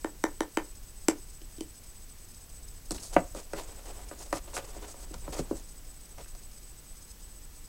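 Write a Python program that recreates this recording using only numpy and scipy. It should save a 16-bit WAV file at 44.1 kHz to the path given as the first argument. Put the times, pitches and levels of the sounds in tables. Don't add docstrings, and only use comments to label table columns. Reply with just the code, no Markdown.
import sys
import numpy as np
from scipy import signal
from scipy.fft import rfft, irfft, next_fast_len
from scipy.io import wavfile
from scipy.ndimage import uniform_filter1d, map_coordinates

SR = 44100
rng = np.random.default_rng(int(sys.argv[2]) if len(sys.argv) > 2 else 0)


def wav_out(sig):
    wavfile.write(sys.argv[1], SR, np.round(np.clip(np.atleast_2d(sig).T, -1, 1) * 32767).astype(np.int16))


N = 338688

# pitch_hz, level_db
FLOOR = [(8, -12.5), (20, -1), (49, -10), (80, -17.5), (110, -23), (200, -28), (350, -31.5), (600, -36.5),
         (1500, -40), (4000, -41.5), (6000, -38.5), (10000, -41.5), (16000, -40.5)]
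# pitch_hz, level_db
SIDE_NOISE = [(12, -26), (20, 0.5), (277, -3.5), (1330, -17.5), (2670, -20.5), (7730, -35.5), (11800, -21),
              (16000, -25)]
# pitch_hz, width_hz, level_db
TRAFFIC_HISS = [(5190, 180, 3), (6280, 630, -0.5), (6670, 270, -5.5), (8630, 230, 5.5)]
# length_s, whine_db, hiss_ahead_s
BURSTS = [(.052, 0, .03), (0.026, 0, .014), (0.038, -0.5, 0.016), (0.029, 0.5, .014)]
# pitch_hz, t60_s
BEDROOM = [(200, 0.21), (1000, 0.21), (4000, 0.17), (12000, 0.13)]
# delay_s, level_db
WALLS = [(0.0121, -15), (0.016, -22), (0.022, -22), (.027, -19.5)]
# start_s, sliding_db, push_on_bed_db
HANDLING = [(2.5, -70, -56), (2.75, -75.5, -48.5), (2.95, -63, -39.5), (3.079, -62, -48),
            (3.17, -62, -38.5), (3.45, -64, -49), (3.7, -56, -53), (3.92, -52, -43.5), (4.3, -61.5, -49.5),
            (4.62, -53, -44.5), (4.95, -58, -53), (5.2, -59.5, -43), (5.43, -53.5, -37.5),
            (5.622, -68, -49), (6.0, -72, -73), (6.5, -73, -52)]
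# start_s, length_s, scrape_db, rustle_db
STROKES = [(2.912, 0.022, -40.5, -36), (2.935, 0.05, -55, -44), (2.958, 0.37, -84, -50),
           (3.02, 0.091, -62, -47.5), (3.127, 0.035, -44.5, -47.5), (3.342, 0.094, -44.5, -48),
           (3.545, 0.12, -43.5, -49), (3.67, 0.069, -52.5, -57.5), (3.867, 0.066, -53, -60),
           (4.174, 0.12, -58.5, -47.5), (4.326, 0.072, -40, -41.5), (4.536, 0.072, -45.5, -38.5),
           (4.634, 0.088, -58, -61.5), (4.73, 0.075, -59.5, -61), (4.811, 0.06, -54, -54.5),
           (4.868, 0.069, -55.5, -46.5), (5.022, 0.035, -61, -48), (5.133, 0.023, -45.5, -62),
           (5.321, 0.046, -42, -43), (5.362, 0.057, -41.5, -42.5), (5.545, 0.08, -55.5, -49.5),
           (6.173, 0.063, -49.5, -57)]
# pitch_hz, level_db
SCRAPE = [(100, -40.5), (200, -10), (330, -1.5), (600, -0.5), (1000, -4.5), (1600, -12.5), (2500, -13),
          (5000, -16.5), (14000, -26)]
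# pitch_hz, level_db
RUSTLE = [(1200, -13), (2500, -7), (4000, -10), (6000, -5), (8000, 1), (10500, -5.5), (13000, -16.5),
          (16000, -19.5)]
# pitch_hz, level_db
THUD = [(10, -7), (25, 9), (50, 2), (100, -13), (200, -23.5), (400, -68)]
# pitch_hz, width_hz, level_db
CARD = [(4680, 57, -5.5), (6640, 38, 8), (7500, 58, 0), (7970, 81, -8), (8700, 27, -3), (9720, 41, -11),
        (10800, 110, -7)]
# start_s, level_db, strongest_hz, softness_db_per_octave, snap_db, thump_db
KNOCKS = [(2.908, -32.5, 413, -2, 4, 5), (2.946, -38.5, 500, 3, 0, -1), (2.981, -42.5, 2100, -7, -2, -1),
          (3.1639, -7, 790, 4.5, -34, -18), (3.348, -31, 560, 3, -11, -8),
          (3.533, -23.5, 615, 0.5, -13.5, -13), (4.112, -33, 705, 4, -22, -17),
          (4.327, -17, 764, 2.5, -13.5, -14.5), (4.533, -38, 1210, 1, -14, -25),
          (4.566, -24, 1027, 2, -12, -28), (4.577, -28.5, 890, 0.5, -7, -20), (4.764, -38, 500, 2, -25, -6),
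          (4.942, -41, 890, 8, -13, -24), (5.109, -37, 420, 11, -25, -8), (5.141, -43, 800, -5, 5.5, -3.5),
          (5.278, -32.5, 475, -0.5, -28, -4), (5.391, -22.5, 402, 3, -12, -4),
          (5.51, -20, 422, 9.5, -29, -7.5), (6.182, -38, 880, 3, -9, -14), (6.244, -49, 3400, 2, -20, -30),
          (6.259, -48.5, 1250, 5, -16, -30), (6.35, -48, 704, 0, 2, -20)]
# pitch_hz, level_db, t60_s
BOX = [(301, 4, 0.05), (400, 2, 0.025), (558.6, 0.5, 0.055), (721, -1.5, 0.045), (955, -3.5, 0.039),
       (1213, -6, 0.053), (1482, -1.5, 0.024), (1803, -6.5, 0.015), (1985, -7.5, 0.029), (2580, -3.5, 0.03),
       (3000, -9.5, 0.0084), (3580, -12.5, 0.0088)]
# start_s, level_db, softness_db_per_octave, snap_db
TAPS = [(0.043, -18, 1.5, -15), (0.237, -12, 0, -9.5), (0.404, -14.5, 1, -10), (0.57, -13.5, 0.5, -9),
        (1.082, -9.5, 4, -3), (1.415, -45, 11, -2.5), (1.581, -38, 21, -5.5), (1.606, -26, 9.5, -6)]
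# pitch_hz, level_db, t60_s
COMPACT = [(299, -5, 0.028), (400, -2, 0.0099), (559, -5.5, 0.014), (846, 2, 0.0055), (915, -0.5, 0.011),
           (1445, -11, 0.009), (1792, -19.5, 0.024), (2133, -14, 0.0073)]
# pitch_hz, level_db, t60_s
HANDLE = [(3096, 0.5, 0.019), (5890, 7.5, 0.0094), (7660, 4.5, 0.02), (9630, 4.5, 0.016)]

WHINE_HZ, TOP_HZ = 8000, 15850
CYCLE_S, FIRST_END_S, TICK_S = 0.3338, 0.250, 0.016
PACKET_HZ, PACKET_PEAK_S = 98.44, 0.002
SLOPE_DB, DULL_DB = 6.5, -9
RUSTLE_DB, RUSTLE_HZ = -2.5, 6600
CRACKLES_PER_S, CRACKLE_DB = 62, 25.5
RATTLE_DB, RATTLE_HZ = 12, 600


def amp(db):
    return 10 ** (np.asarray(db) / 20)


def unit(x):
    return x / np.sqrt(np.mean(x ** 2) + 1e-20)


def along(points, hz):
    point_hz, values = np.transpose(points)
    return np.interp(np.log(hz + 1), np.log(point_hz + 1), values)


def wobble(rate):
    points = rng.standard_normal(int(N * rate / SR) + 4)
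    return map_coordinates(points, [np.arange(N) * rate / SR])


def filtered(x, response):
    size = next_fast_len(N + SR // 2)
    spectrum = rfft(x, size) * response(np.fft.rfftfreq(size, 1 / SR))
    return irfft(spectrum, size)[..., :N]


def coloured(x, spectrum):
    return unit(filtered(x, lambda hz: amp(along(spectrum, hz))))


def band(x, low_hz, high_hz):
    return signal.sosfilt(signal.butter(2, [low_hz, high_hz], "bandpass", fs=SR, output="sos"), x)


def steep_band(x, low_hz, high_hz):
    return band(band(x, low_hz, high_hz), low_hz, high_hz)


def resonances(peaks):
    def response(hz):
        return sum(amp(db) * 1j * hz * width / (centre * centre - hz * hz + 1j * hz * width)
                   for centre, width, db in peaks)
    return response


def add(track, start_s, sound):
    track[round(start_s * SR):][:len(sound)] += sound


def bedroom(tail_db):
    hz, t, noise = signal.stft(rng.standard_normal(SR // 3), SR, nperseg=256)
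    fade = amp(-60 * t / along(BEDROOM, hz)[:, None])
    tail = signal.istft(noise * fade, SR, nperseg=256)[1]
    room = np.pad(amp(tail_db) * tail / np.linalg.norm(tail), (300, 0))
    room[0] = 1
    for delay_s, db in WALLS:
        room[round(delay_s * SR)] += amp(db)
    return room


def ringing(modes, weight_db, rise_s, scatter_db):
    t = np.arange(SR // 4) / SR
    ring = np.zeros(len(t))
    for k, (hz, db, t60) in enumerate(modes):
        level_db = db + weight_db(hz) + rng.normal(0, scatter_db)
        ring += (-1) ** k * amp(level_db - 60 * t / t60) * np.sin(2 * np.pi * hz * t)
    ring = steep_band(ring * (1 - np.exp(-t / rise_s)), 200, 9000)
    return ring / np.abs(ring).max()


def snap(t60, low_hz):
    t = np.arange(SR // 4) / SR
    return band(rng.standard_normal(len(t)) * amp(-60 * t / t60), low_hz, 9270)


def microphone_noise():
    return amp(-46.5) * coloured(rng.standard_normal(N), FLOOR)


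def traffic():
    t, load, busy = np.arange(N) / SR, np.zeros(N), np.zeros(N)
    for cycle in range(-1, int(N / SR / CYCLE_S) + 1):
        for slot, (usual_length, db, ahead) in enumerate(BURSTS):
            late, longer, size = rng.standard_normal(3)
            due = FIRST_END_S + CYCLE_S * (cycle + slot / (len(BURSTS) + 1)) + 0.0008 * late
            length = usual_length * (1 + 0.17 * longer)
            end = TICK_S * round(due / TICK_S)
            part = 1 + (t - end) / length
            load += (part > 0) * (part < 1) * (0.78 + 0.83 * part) * amp(db + 1.0 * size)
            busy += (part > -ahead / length) * (part < 1) * (1 - 0.28 * np.clip(part, 0, 1))
    packets = 1 - 0.37 * (1 - np.cos(2 * np.pi * PACKET_HZ * (t - PACKET_PEAK_S)))
    load = uniform_filter1d(load, size=90) * packets
    whine_level = amp(-62.5 + 0.55 * wobble(25)) + amp(-53.0) * load
    whine = whine_level * np.sin(2 * np.pi * WHINE_HZ * t)
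    flicker = amp(3.6 * wobble(110)) * rng.standard_normal(N)
    hiss = unit(filtered(flicker, resonances(TRAFFIC_HISS)))
    hiss_level = 0.12 + uniform_filter1d(np.minimum(busy, 1), size=200)
    return whine + amp(-59) * hiss_level * hiss


def slipping():
    slips = coloured(amp(3.0 * wobble(45) + 1.97 * wobble(160)) * rng.standard_normal(N), SCRAPE)
    box_peaks = [(hz, 2.2 / t60, db) for hz, db, t60 in BOX]
    return unit(filtered(slips, lambda hz: 1.8 + resonances(box_peaks)(hz)))


def rustle_grains():
    crackles = (rng.random(N) < CRACKLES_PER_S / SR) * amp(CRACKLE_DB + 4 * rng.standard_normal(N))
    level = amp(3.3 * wobble(60) + 2.2 * wobble(700)) + uniform_filter1d(crackles, size=24)
    return level * rng.standard_normal(N)


def handling():
    start_s, sliding_db, push_db = np.transpose(HANDLING)
    t = np.arange(N) / SR
    scrape = amp(np.interp(t, start_s, sliding_db, -120, -120))
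    push = amp(np.interp(t, start_s, push_db, -120, -120))
    grains = rustle_grains()
    rustle = amp(RUSTLE_DB) * scrape * coloured(grains, RUSTLE)
    bright = steep_band(grains, RUSTLE_HZ / 1.8, RUSTLE_HZ * 1.7)
    for s, length, scrape_db, rustle_db in STROKES:
        swell = np.sin(np.pi * np.linspace(0, 1, round(length * SR)) ** 0.64)
        add(scrape, s, amp(scrape_db) * swell)
        add(rustle, s, amp(rustle_db) * swell * unit(bright[round(s * SR):][:len(swell)]))
    rustle = filtered(rustle, lambda hz: 0.7 + 0.43 * resonances(CARD)(hz))
    thuds = coloured(amp(1.9 * wobble(6.1)) * rng.standard_normal(N), THUD)
    return rustle + scrape * slipping() + push * thuds


def rattle(count):
    start_s, sliding_db, _ = np.transpose(HANDLING)
    t = np.arange(start_s[0], start_s[-1], 0.001)
    odds = np.cumsum(amp(np.interp(t, start_s, sliding_db)))
    when, softer, pitch = rng.random((count, 3)).T
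    times = np.interp((np.arange(count) + when) / count, odds / odds[-1], t)
    levels_db = np.interp(times, start_s, sliding_db) + RATTLE_DB - 6 * softer
    pitches_hz = RATTLE_HZ * 2 ** (pitch - 0.5)
    return [(s, db, hz, 3, -12, -14) for s, db, hz in zip(times, levels_db, pitches_hz)]


def knocks():
    track, t = np.zeros(N + SR), np.arange(SR // 4) / SR
    for s, db, top_hz, soft_db, snap_db, thump_db in KNOCKS + rattle(count=10):
        def weight_db(hz):
            return -(SLOPE_DB + soft_db * (hz > top_hz)) * abs(np.log2(hz / top_hz))
        body = ringing(BOX, weight_db, 0.00038, scatter_db=2.5)
        dull = unit(steep_band(rng.standard_normal(len(t)), top_hz / 1.9, top_hz * 2.86))
        dull = dull * amp(DULL_DB - soft_db - 60 * t / 0.053)
        thump = unit(band(rng.standard_normal(len(t)), 105, 313))
        thump = thump * amp(-60 * t / 0.12) * (1 - np.exp(-t / 0.0089))
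        blow = body + dull + amp(snap_db + 5.0) * snap(0.022, low_hz=3900) + amp(thump_db) * thump
        add(track, s, amp(db) * signal.fftconvolve(blow, bedroom(tail_db=-14.5)))
    return track[:N]


def taps():
    track = np.zeros(N + SR)
    for s, db, soft_db, snap_db in TAPS:
        def weight_db(hz):
            return -soft_db * np.log2(hz / COMPACT[0][0])
        body = ringing(COMPACT, weight_db, 0.0005, scatter_db=0.4)
        handle = ringing(HANDLE, lambda hz: 0, 0.0001, scatter_db=5.0)
        tick = 0.93 * snap(0.0089, low_hz=1690) + 0.64 * handle
        add(track, s + 0.0021, amp(db) * (body + amp(snap_db + 3.0) * tick))
    return signal.fftconvolve(track, bedroom(tail_db=-11.5))[:N]


def scene():
    mono = microphone_noise() + traffic() + handling() + knocks() + taps()
    return np.tile(mono, (2, 1))


def record(dry):
    faint_noise = amp(-77.5) * coloured(rng.standard_normal(dry.shape), SIDE_NOISE)
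    return filtered(dry + faint_noise, lambda hz: hz < TOP_HZ)


dry = scene()
out = record(dry)
wav_out(out)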